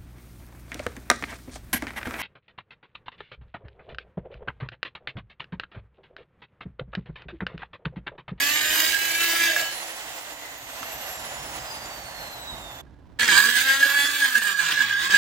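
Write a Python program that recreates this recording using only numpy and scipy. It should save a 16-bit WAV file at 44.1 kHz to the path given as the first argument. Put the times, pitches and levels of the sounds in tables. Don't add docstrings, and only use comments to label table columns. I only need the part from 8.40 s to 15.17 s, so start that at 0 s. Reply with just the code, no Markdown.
import sys
import numpy as np
from scipy import signal
from scipy.fft import rfft, irfft, next_fast_len
from scipy.io import wavfile
from scipy.ndimage import uniform_filter1d

SR = 44100
rng = np.random.default_rng(int(sys.argv[2]) if len(sys.argv) > 2 else 0)


def master_out(mix):
    frames = np.transpose(np.atleast_2d(mix))
    ceiling = np.clip(frames, -1, 1)
    pcm = np.round(ceiling * 32767).astype(np.int16)
    wavfile.write(sys.argv[1], SR, pcm)


def gain_from_db(level_db):
    decades = np.asarray(level_db, float) / 20
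    return 10 ** decades


N = 298557
T = np.arange(N) / SR
CUT_OUT, CUT_IN, FADE = 4.417, 4.788, .008
EDGE_HZ = 16050
RING_HZ, RING_WIDTH = 1646, 145

# t/s, grit level/dB, share of the stone's sharp edge in the cut (0-1)
CONTACT = [
    [(0.0, -24, 0.47), (0.28, -24.5, 0.5), (0.4, -22, 0.73), (0.6, -29.5, 0.6), (0.74, -28, 0.6),
     (0.82, -26, 0.75), (1.1, -27, .3), (1.2, -31.5, .6), (1.33, -40, 0)],
    [(4.795, -23, 0.3), (4.97, -21.5, 0.6), (5.03, -27, 1), (5.3, -26.5, 0.63), (5.8, -28.5, 0.79),
     (6.1, -27.5, 0.83), (6.5, -31.5, 0.26), (6.66, -30, 0.5), (6.75, -21.5, .5)],
]
# t/s, half length/s, grit level/dB, ring level/dB
BITES = [(0.13, .02, -4, -20), (0.3, 0.16, -1.5, -1), (0.555, .03, -1, 11), (0.76, .015, -1.5, 5),
         (0.81, .012, 2, -5), (1.08, .12, 3, 5.5), (1.15, .012, -4, -13), (1.19, .04, 2.5, 1.5),
         (4.87, .015, -3.5, -43), (4.99, .02, 2, -2), (5.18, .02, 3.5, 1), (5.305, .025, 2.5, 5.5),
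         (5.378, .02, -3, 1), (5.44, .025, 3, 10), (5.565, .02, -1.5, 9), (5.835, .035, 1, 7.5),
         (5.918, .018, -5, 3), (5.96, .02, 0, 10.5), (6.003, .012, -5.5, 6), (6.08, 0.081, -3, 2),
         (6.155, .03, -8.5, 5), (6.2, .012, -0.5, 6), (6.32, .02, 2, -8.5), (6.415, .035, 2, 6.5),
         (6.525, .025, -0.5, 11), (6.572, .025, -5, 4), (6.63, .04, 1, -5), (6.69, .015, -7.5, -1),
         (6.755, .03, -1, 6.5)]
# t/s, nearness/dB
NEARNESS = [(1.35, 2), (1.5, 0), (2.2, -4), (2.35, 1), (2.7, 3.5), (3.3, 4), (4.41, 1.5)]
# t/s, peak level/dB, f/Hz, decay time/s
KNOCKS = [(1.163, -10, 1680, .04), (2.413, -36, 256, .04), (2.4297, -16, 1200, .012),
          (4.83, -8, 1900, .012), (4.8875, -4, 1700, .014), (4.965, -11, 1600, .015),
          (6.019, -15, 1600, .025), (6.499, -17, 1620, .02), (6.698, -16, 1650, .03)]


def evened(x):
    return x / np.sqrt(np.mean(x ** 2) + 1e-20)


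def curve(*tables):
    s, *columns = np.transpose(np.vstack(tables))
    return [np.interp(T, s, c) for c in columns]


def read(points, hz):
    f, value = np.transpose(points)
    return np.interp(np.log(hz + 1), np.log(f + 1), value)


def swells(rows):
    s, half, *levels = np.transpose(rows)
    coarse_t = T[::32]
    bells = np.exp(-((coarse_t[:, None] - s) / half) ** 2)
    return [np.interp(T, coarse_t, bells @ db) for db in levels]


def colour(x, points, lo_hz=0., hi_hz=3e4):
    size = next_fast_len(N)
    hz = np.fft.rfftfreq(size, 1 / SR)
    z = rfft(x, size) * gain_from_db(read(points, hz))
    in_band = (hz >= lo_hz) & (hz < hi_hz)
    share = np.sum(abs(z[..., in_band]) ** 2) / np.sum(abs(z) ** 2)
    return evened(irfft(z, size)[..., :N]) / np.sqrt(share)


def resonate(x, hz, width):
    return signal.lfilter(*signal.iirpeak(hz, hz / width, SR), x)


def drift(hz):
    noise = rng.standard_normal(N // 32 + 2)
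    coarse = signal.lfilter(*signal.butter(2, hz, fs=SR / 32), noise)
    return np.interp(T, np.arange(len(coarse)) * 32 / SR, evened(coarse))


def step(s):
    return np.clip((T - s) / FADE, 0, 1)


def shaft():
    # t/s, speed/turns per s
    first_speed = [(0.0, 277.3), (0.12, 296.5), (0.3, 310.5), (0.55, 324.5), (0.8, 334), (1.0, 336),
                   (1.28, 331.8), (1.35, 341.2)]
    second_speed = [(4.84, 246), (4.93, 187), (5.12, 247), (5.28, 268), (5.44, 277.6), (5.79, 289),
                    (6.08, 201), (6.49, 115), (6.7, 190), (6.77, 201)]
    switch_off_s, inertia_s = 1.42, .04
    brush_drag, fan_drag = 43.3, 3.9e-4
    driven = np.where(T < CUT_OUT, curve(first_speed)[0], curve(second_speed)[0])
    driven = uniform_filter1d(driven, size=round(inertia_s * SR))
    even = np.sqrt(brush_drag / fan_drag)
    coast_s = np.clip(T - switch_off_s, 0, CUT_OUT)
    coast = even * np.tan(np.arctan(first_speed[-1][1] / even) - fan_drag * even * coast_s)
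    coasting = (T > switch_off_s) & (T < (CUT_OUT + CUT_IN) / 2)
    return np.where(coasting, coast, driven)


def touch():
    lift_s = 1.36
    return np.clip((lift_s - T) / 0.026, 0, 1) + (T > CUT_OUT)


def floor():
    # f/Hz, level/dB
    rumble_spectrum = [(22, -34.5), (38, -6), (56, 6), (91, -5.5), (123, 3), (177, -7), (259, -5),
                       (323, -5), (420, -13), (550, -57.5), (920, -120)]
    quiet_spectrum = [(18, -44.5), (30, -11), (59, -2.5), (215, -15), (287, -13), (394, -22.5), (740, -27),
                      (988, -26.5), (1250, -34), (1630, -33), (2350, -40), (4000, -44), (8000, -57),
                      (16000, -67)]
    # t/s, half length/s, level/dB
    gusts = [(0.3, 0.82, 9.5), (2.55, 0.47, 7.5), (3.05, 0.31, 12), (3.5, 0.25, 7), (4.1, 0.63, 13.5),
             (4.88, 0.11, 6), (5.35, 0.78, 8), (5.87, .12, -9), (6.3, 0.05, -2), (6.72, 0.23, 10.5)]
    rumble_db, quiet_db = -64.5, -49.5
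    gap = step(CUT_OUT - FADE) - step(CUT_IN)
    a, b = rng.standard_normal((2, 2, N))
    rumble = colour(a[0] + 0.3 * a[::-1], rumble_spectrum, 30, 220)
    rumble = rumble * gain_from_db(rumble_db + swells(gusts)[0] + 2.0 * drift(8)) * (1 - gap)
    quiet = colour(b[0] + 1.1 * b[::-1], quiet_spectrum) * gain_from_db(quiet_db + 2.0 * drift(71))
    return rumble + gap * quiet


def air(speed):
    # f/Hz, level/dB
    rush_spectrum = [(120, -19.5), (200, -16.5), (448, -12.5), (722, -6), (1230, -11), (1980, -1.5),
                     (2330, -5.5), (2700, -2.5), (5230, -9.5), (7270, -8), (9930, -19), (11900, -13.5),
                     (16000, -21)]
    # f/Hz, left-right likeness (0-1)
    likeness = [(100, 0.6), (600, 0.88), (2000, 0.54), (6000, 0), (16000, 0)]
    free_db, first_pass_db, heavy_pass_db = -40.5, -37.5, -65.5
    octaves = np.log2(speed / 280)
    lifted = 1 - touch()
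    rush_db = free_db + 9 * octaves + curve(NEARNESS)[0]
    rush_db = lifted * rush_db + (1 - lifted) * np.where(T < CUT_OUT, first_pass_db, heavy_pass_db)
    roar_db = lifted * (4.0 - 6 * octaves)
    size = next_fast_len(N)
    same = np.clip(read(likeness, np.fft.rfftfreq(size, 1 / SR)), 0, 1)
    right, other = rfft(rng.standard_normal((2, size)))
    left = np.roll(irfft(same * right + np.sqrt(1 - same ** 2) * other, size), 7)
    both = np.array([left, irfft(right, size)])
    rush = colour(both, rush_spectrum, 1700, 15800) * gain_from_db(0.95 * drift(11.8))
    roar = signal.sosfiltfilt(signal.butter(2, [450, 1400], "band", fs=SR, output="sos"), rush)
    hiss = signal.sosfiltfilt(signal.butter(2, 7500, "high", fs=SR, output="sos"), rush)
    dulled = hiss * (np.minimum(speed / 240, 1.2) ** 0.48 - 1)
    return gain_from_db(rush_db - 0.3) * (rush + dulled - roar + evened(roar) * gain_from_db(roar_db - 7.0))


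def motor(turns, speed):
    hum_idle_db = (-56.5, -74)
    hum_loaded_db = (-45, -43.5)
    whistle_orders = 24, 31, 48, 60, 72, 84, 96
    # level/dB, slope/dB per octave of speed, change under load/dB
    whistle = [(-56.5, -1.5, 8.5), (-54, 18.5, 7), (-51.5, 13.5, -16.5), (-68, 9, -18), (-44, 25, -8),
               (-67, 4.5, -17), (-54, 2.5, -14.5)]
    # f/Hz, width/Hz, level/dB
    vents = [(3800, 450, 12), (4874, 89, 11.5), (7230, 470, 8.5), (10840, 250, 4.5), (12200, 610, 8.5)]
    housing_hz, housing_width, slot_peak_db = 7250, 420, -50.5
    load = np.clip((1.28 - T) / .05, 0, 1) + (T > CUT_OUT)
    octaves = np.log2(speed / 280)
    near_db = curve(NEARNESS)[0] * (1 - load)
    pushed_db = 0.99 * (curve(*CONTACT)[0] + swells(BITES)[0] + 28)
    out = 0
    for order, idle_db, loaded_db in zip((1, 2), hum_idle_db, hum_loaded_db):
        under_load_db = loaded_db + pushed_db + 3.5 * octaves
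        free_db = idle_db + 9 * octaves
        db = load * under_load_db + (1 - load) * free_db + 1.06 * drift(2.7)
        out = out + gain_from_db(db) * np.sin(2 * np.pi * order * turns)
    out = out * gain_from_db(4 * drift(30) - 4)
    slot_db = slot_peak_db - 20 * np.log10(1 + ((36 * speed - housing_hz) / housing_width) ** 2)
    parts = [(36, slot_db)]
    for order, (db, slope_db, load_db) in zip(whistle_orders, whistle):
        vents_db = sum(peak_db / (1 + ((order * speed - hz) / width) ** 2) for hz, width, peak_db in vents)
        parts.append((order, db + slope_db * octaves + load_db * load + vents_db + near_db))
    for order, db in parts:
        depth = min(order / 70, .75) * (order % 12 == 0)
        uneven = 1 + depth * np.cos(2 * np.pi * (turns + rng.random()))
        heard = order * speed < EDGE_HZ
        tone = np.sin(2 * np.pi * order * turns + order / 110 * drift(120))
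        out = out + heard * gain_from_db(db + 2.5 * drift(30)) * uneven * tone
    return out


def chatter():
    # start/s, end/s, f/Hz, width/Hz, level/dB
    rattles = [(1.07, 1.28, 650, 70, -39), (1.27, 1.45, 4200, 250, -45), (1.95, 2.2, 1980, 200, -48),
               (2.35, 2.75, 2750, 150, -51), (4.79, 5.12, 350, 50, -46)]
    noise, out = rng.standard_normal(N), np.zeros(N)
    for start, end, hz, width, db in rattles:
        shake = evened(resonate(resonate(noise, hz, width), hz, 2 * width))
        out = out + gain_from_db(db) * shake * np.sin(np.pi * np.clip((T - start) / (end - start), 0, 1)) ** .5
    return out


def knocks():
    # t/s, peak level/dB
    pings = [(4.4662, -52), (4.545, -54), (4.605, -58), (4.7451, -65.5)]
    out, t = np.zeros(N + SR), np.arange(SR // 4) / SR
    rows = list(KNOCKS) + [(s, db, RING_HZ, .05) for s, db in pings]
    for s, db, hz, t60 in rows:
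        click = uniform_filter1d(rng.standard_normal(len(t)), size=5) * np.exp(-t / .002)
        body = np.sin(2 * np.pi * hz * t) + 1.1 * (db > -40) * click
        decay = gain_from_db(db - 60 * t / max(t60, .004))
        out[round(s * SR):][:len(t)] += decay * body * np.minimum(t / .0005, 1)
    return out[:N]


def grinding(turns, speed):
    # order of the turn, level/dB
    stone = [(1, -14.5), (2, 9.5), (3, 0), (4, 0), (5, -2), (6, -1), (7, -1), (8, 0.5), (9, -0.5),
             (10, -4.5), (11, -7.5), (12, 0), (13, -8), (16, -2), (30, -4.5), (47, 2)]
    # f/Hz, width/Hz, level over the grit/dB
    drum_modes = [(1820, 13, -4), (2322, 34, 0), (3830, 360, -18.5), (4764, 175, 0.5), (6270, 250, -3),
                  (7130, 300, -1), (9070, 60, 9.5), (10570, 70, -2), (13240, 310, 7.5), (15500, 320, 5.5)]
    # f/Hz, level/dB
    grit_spectra = [
        [(150, -39.5), (250, -15), (319, -26), (386, -13), (651, -23.5), (1450, -2), (1640, 5.5), (2490, -2),
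         (2960, 0), (7570, -15.5), (9830, -29), (13200, -24.5), (16000, -29.5)],
        [(150, -70), (250, -30.5), (662, -33.5), (1100, -19.5), (1350, -17), (1640, -2.5), (2130, -16.5),
         (3400, -14), (5630, -26), (7840, -30.5), (10000, -45.5), (13200, -41.5), (16000, -44.5)],
    ]
    ring_re_grit_db = -4, 0
    most_regular = 0.77
    growl_hz, growl_width, growl_db = 960, 670, 1.5
    bounces_per_s, bounce_s, bounce_depth, settle_s = 82, .003, 1.8, .25
    grit_db, edge = curve(*CONTACT)
    bite_db, surge_db = swells(BITES)
    grit_db = grit_db + bite_db
    fine_db = -14 + 12.5 * edge + np.log2(speed / 280)
    ring_db = grit_db + surge_db + np.where(T < CUT_OUT, *ring_re_grit_db)
    regular = np.clip(most_regular * np.minimum(speed / 290, 1) ** 1.16, 0, 1)

    orders, angle = np.arange(1, 48)[:, None], np.linspace(0, 1, 2049)
    lumps = .5 * rng.random((47, 1))
    rim = gain_from_db(np.interp(orders, *np.transpose(stone))) * np.cos(2 * np.pi * (orders * angle + lumps))
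    knock = evened(np.interp(turns % 1, angle, rim.sum(axis=0))) * gain_from_db(2.2 * drift(6.5))
    puff = .5 + np.exp(-(turns % 1) / 0.13)
    scratch = puff * rng.standard_normal(N) * gain_from_db(2.0 * drift(100))
    drive = 0.84 * regular * knock + np.sqrt(1 - regular ** 2 * 0.62) * evened(scratch)
    drive = drive + sum(gain_from_db(db) * resonate(drive, hz, w) for hz, w, db in drum_modes)
    drive = np.where(T < CUT_OUT, *(colour(drive, grit, 1833, 6600) for grit in grit_spectra))

    ring = resonate(resonate(drive, RING_HZ, RING_WIDTH), RING_HZ, 3 * RING_WIDTH)
    ring = ring / uniform_filter1d(ring ** 2, size=800) ** 0.21
    low = signal.sosfiltfilt(signal.butter(4, 8000, fs=SR, output="sos"), drive)
    fine = evened(drive - low) * gain_from_db(fine_db)
    low = low - resonate(low, RING_HZ, 300)
    low = low + (1 - regular / most_regular) * gain_from_db(growl_db) * resonate(low, growl_hz, growl_width)

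    since_hop = (bounces_per_s * (T - KNOCKS[3][0]) % 1) / bounces_per_s
    settling = np.exp(-((T - CUT_IN) / settle_s) ** 2 - since_hop / bounce_s)
    hops = 1 + bounce_depth * (T > CUT_OUT) * settling
    hops = hops / np.sqrt(uniform_filter1d(hops ** 2, size=2000))
    grit = gain_from_db(grit_db + 0.7) * (low * hops + fine * hops)
    present = touch() * (1 - step(CUT_OUT - .1) + step(CUT_IN - .1))
    return present * (grit + gain_from_db(ring_db) * evened(ring))


def workshop(x, late, near_db):
    # f/Hz, level/dB
    echo = [(100, -2.5), (600, -4), (1300, 11), (1650, -6), (2100, 4.5), (3000, 1.5), (16000, 9.5)]
    hop = 4096
    t, hz = np.arange(hop) / SR, np.fft.rfftfreq(hop, 1 / SR)
    wet = gain_from_db(read(echo, hz) - near_db)
    total = np.sqrt(1 + wet ** 2)
    direct = np.exp(-2j * np.pi * hz * np.array([[64 + late], [64]]) / SR)
    out = np.zeros((2, N + 5 * hop))
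    out[:, hop:N + 2 * hop - 1] = signal.oaconvolve(x[None], irfft(direct / total), axes=1)
    padded = np.pad(x, (hop, 2 * hop))
    facing = np.sin(np.pi * np.arange(2 * hop) / (2 * hop))
    for at in range(0, N + hop, hop):
        tail = rng.standard_normal((2, hop)) * gain_from_db(-60 * t / 0.038) * (t > .002)
        tail = irfft(rfft(tail) / np.linalg.norm(tail[0]) * wet / total)
        piece = padded[at:at + 2 * hop] * facing
        out[:, at:at + 3 * hop - 1] += signal.fftconvolve(piece[None], tail, axes=1)
    return out[:, hop + 64:N + hop + 64]


def scene():
    speed = shaft()
    turns = np.cumsum(speed * (1 + .0007 * drift(20))) / SR
    running = 1 - step(CUT_OUT - FADE) + step(CUT_IN)
    drum = workshop(grinding(turns, speed) + chatter(), late=-1, near_db=0) * running
    blows = workshop(knocks(), late=-1, near_db=8) * gain_from_db(-3.5)
    tool = (workshop(motor(turns, speed), late=7, near_db=9) + air(speed)) * running
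    return gain_from_db(0.91) * (drum + blows + tool) + floor()


def roll_off(x):
    return signal.sosfilt(signal.butter(12, 16380, fs=SR, output="sos"), x)


def record(dry):
    # f/Hz, level/dB
    lean_db = [(60, -3), (110, 0.5), (200, -2), (380, -4.5), (700, -3.5), (1350, -3.5), (1650, -5),
               (2050, -4), (2600, -2), (4400, -3.5), (8120, -6.5), (15000, -3)]
    size = next_fast_len(N)
    hz = np.fft.rfftfreq(size, 1 / SR)
    lean = gain_from_db(read(lean_db, hz) * np.array([[.5], [-.5]])) * (hz < EDGE_HZ)
    mix = irfft(rfft(dry, size) * lean, size)[:, :N]
    return roll_off(mix)


dry = scene()
out = record(dry)
master_out(out)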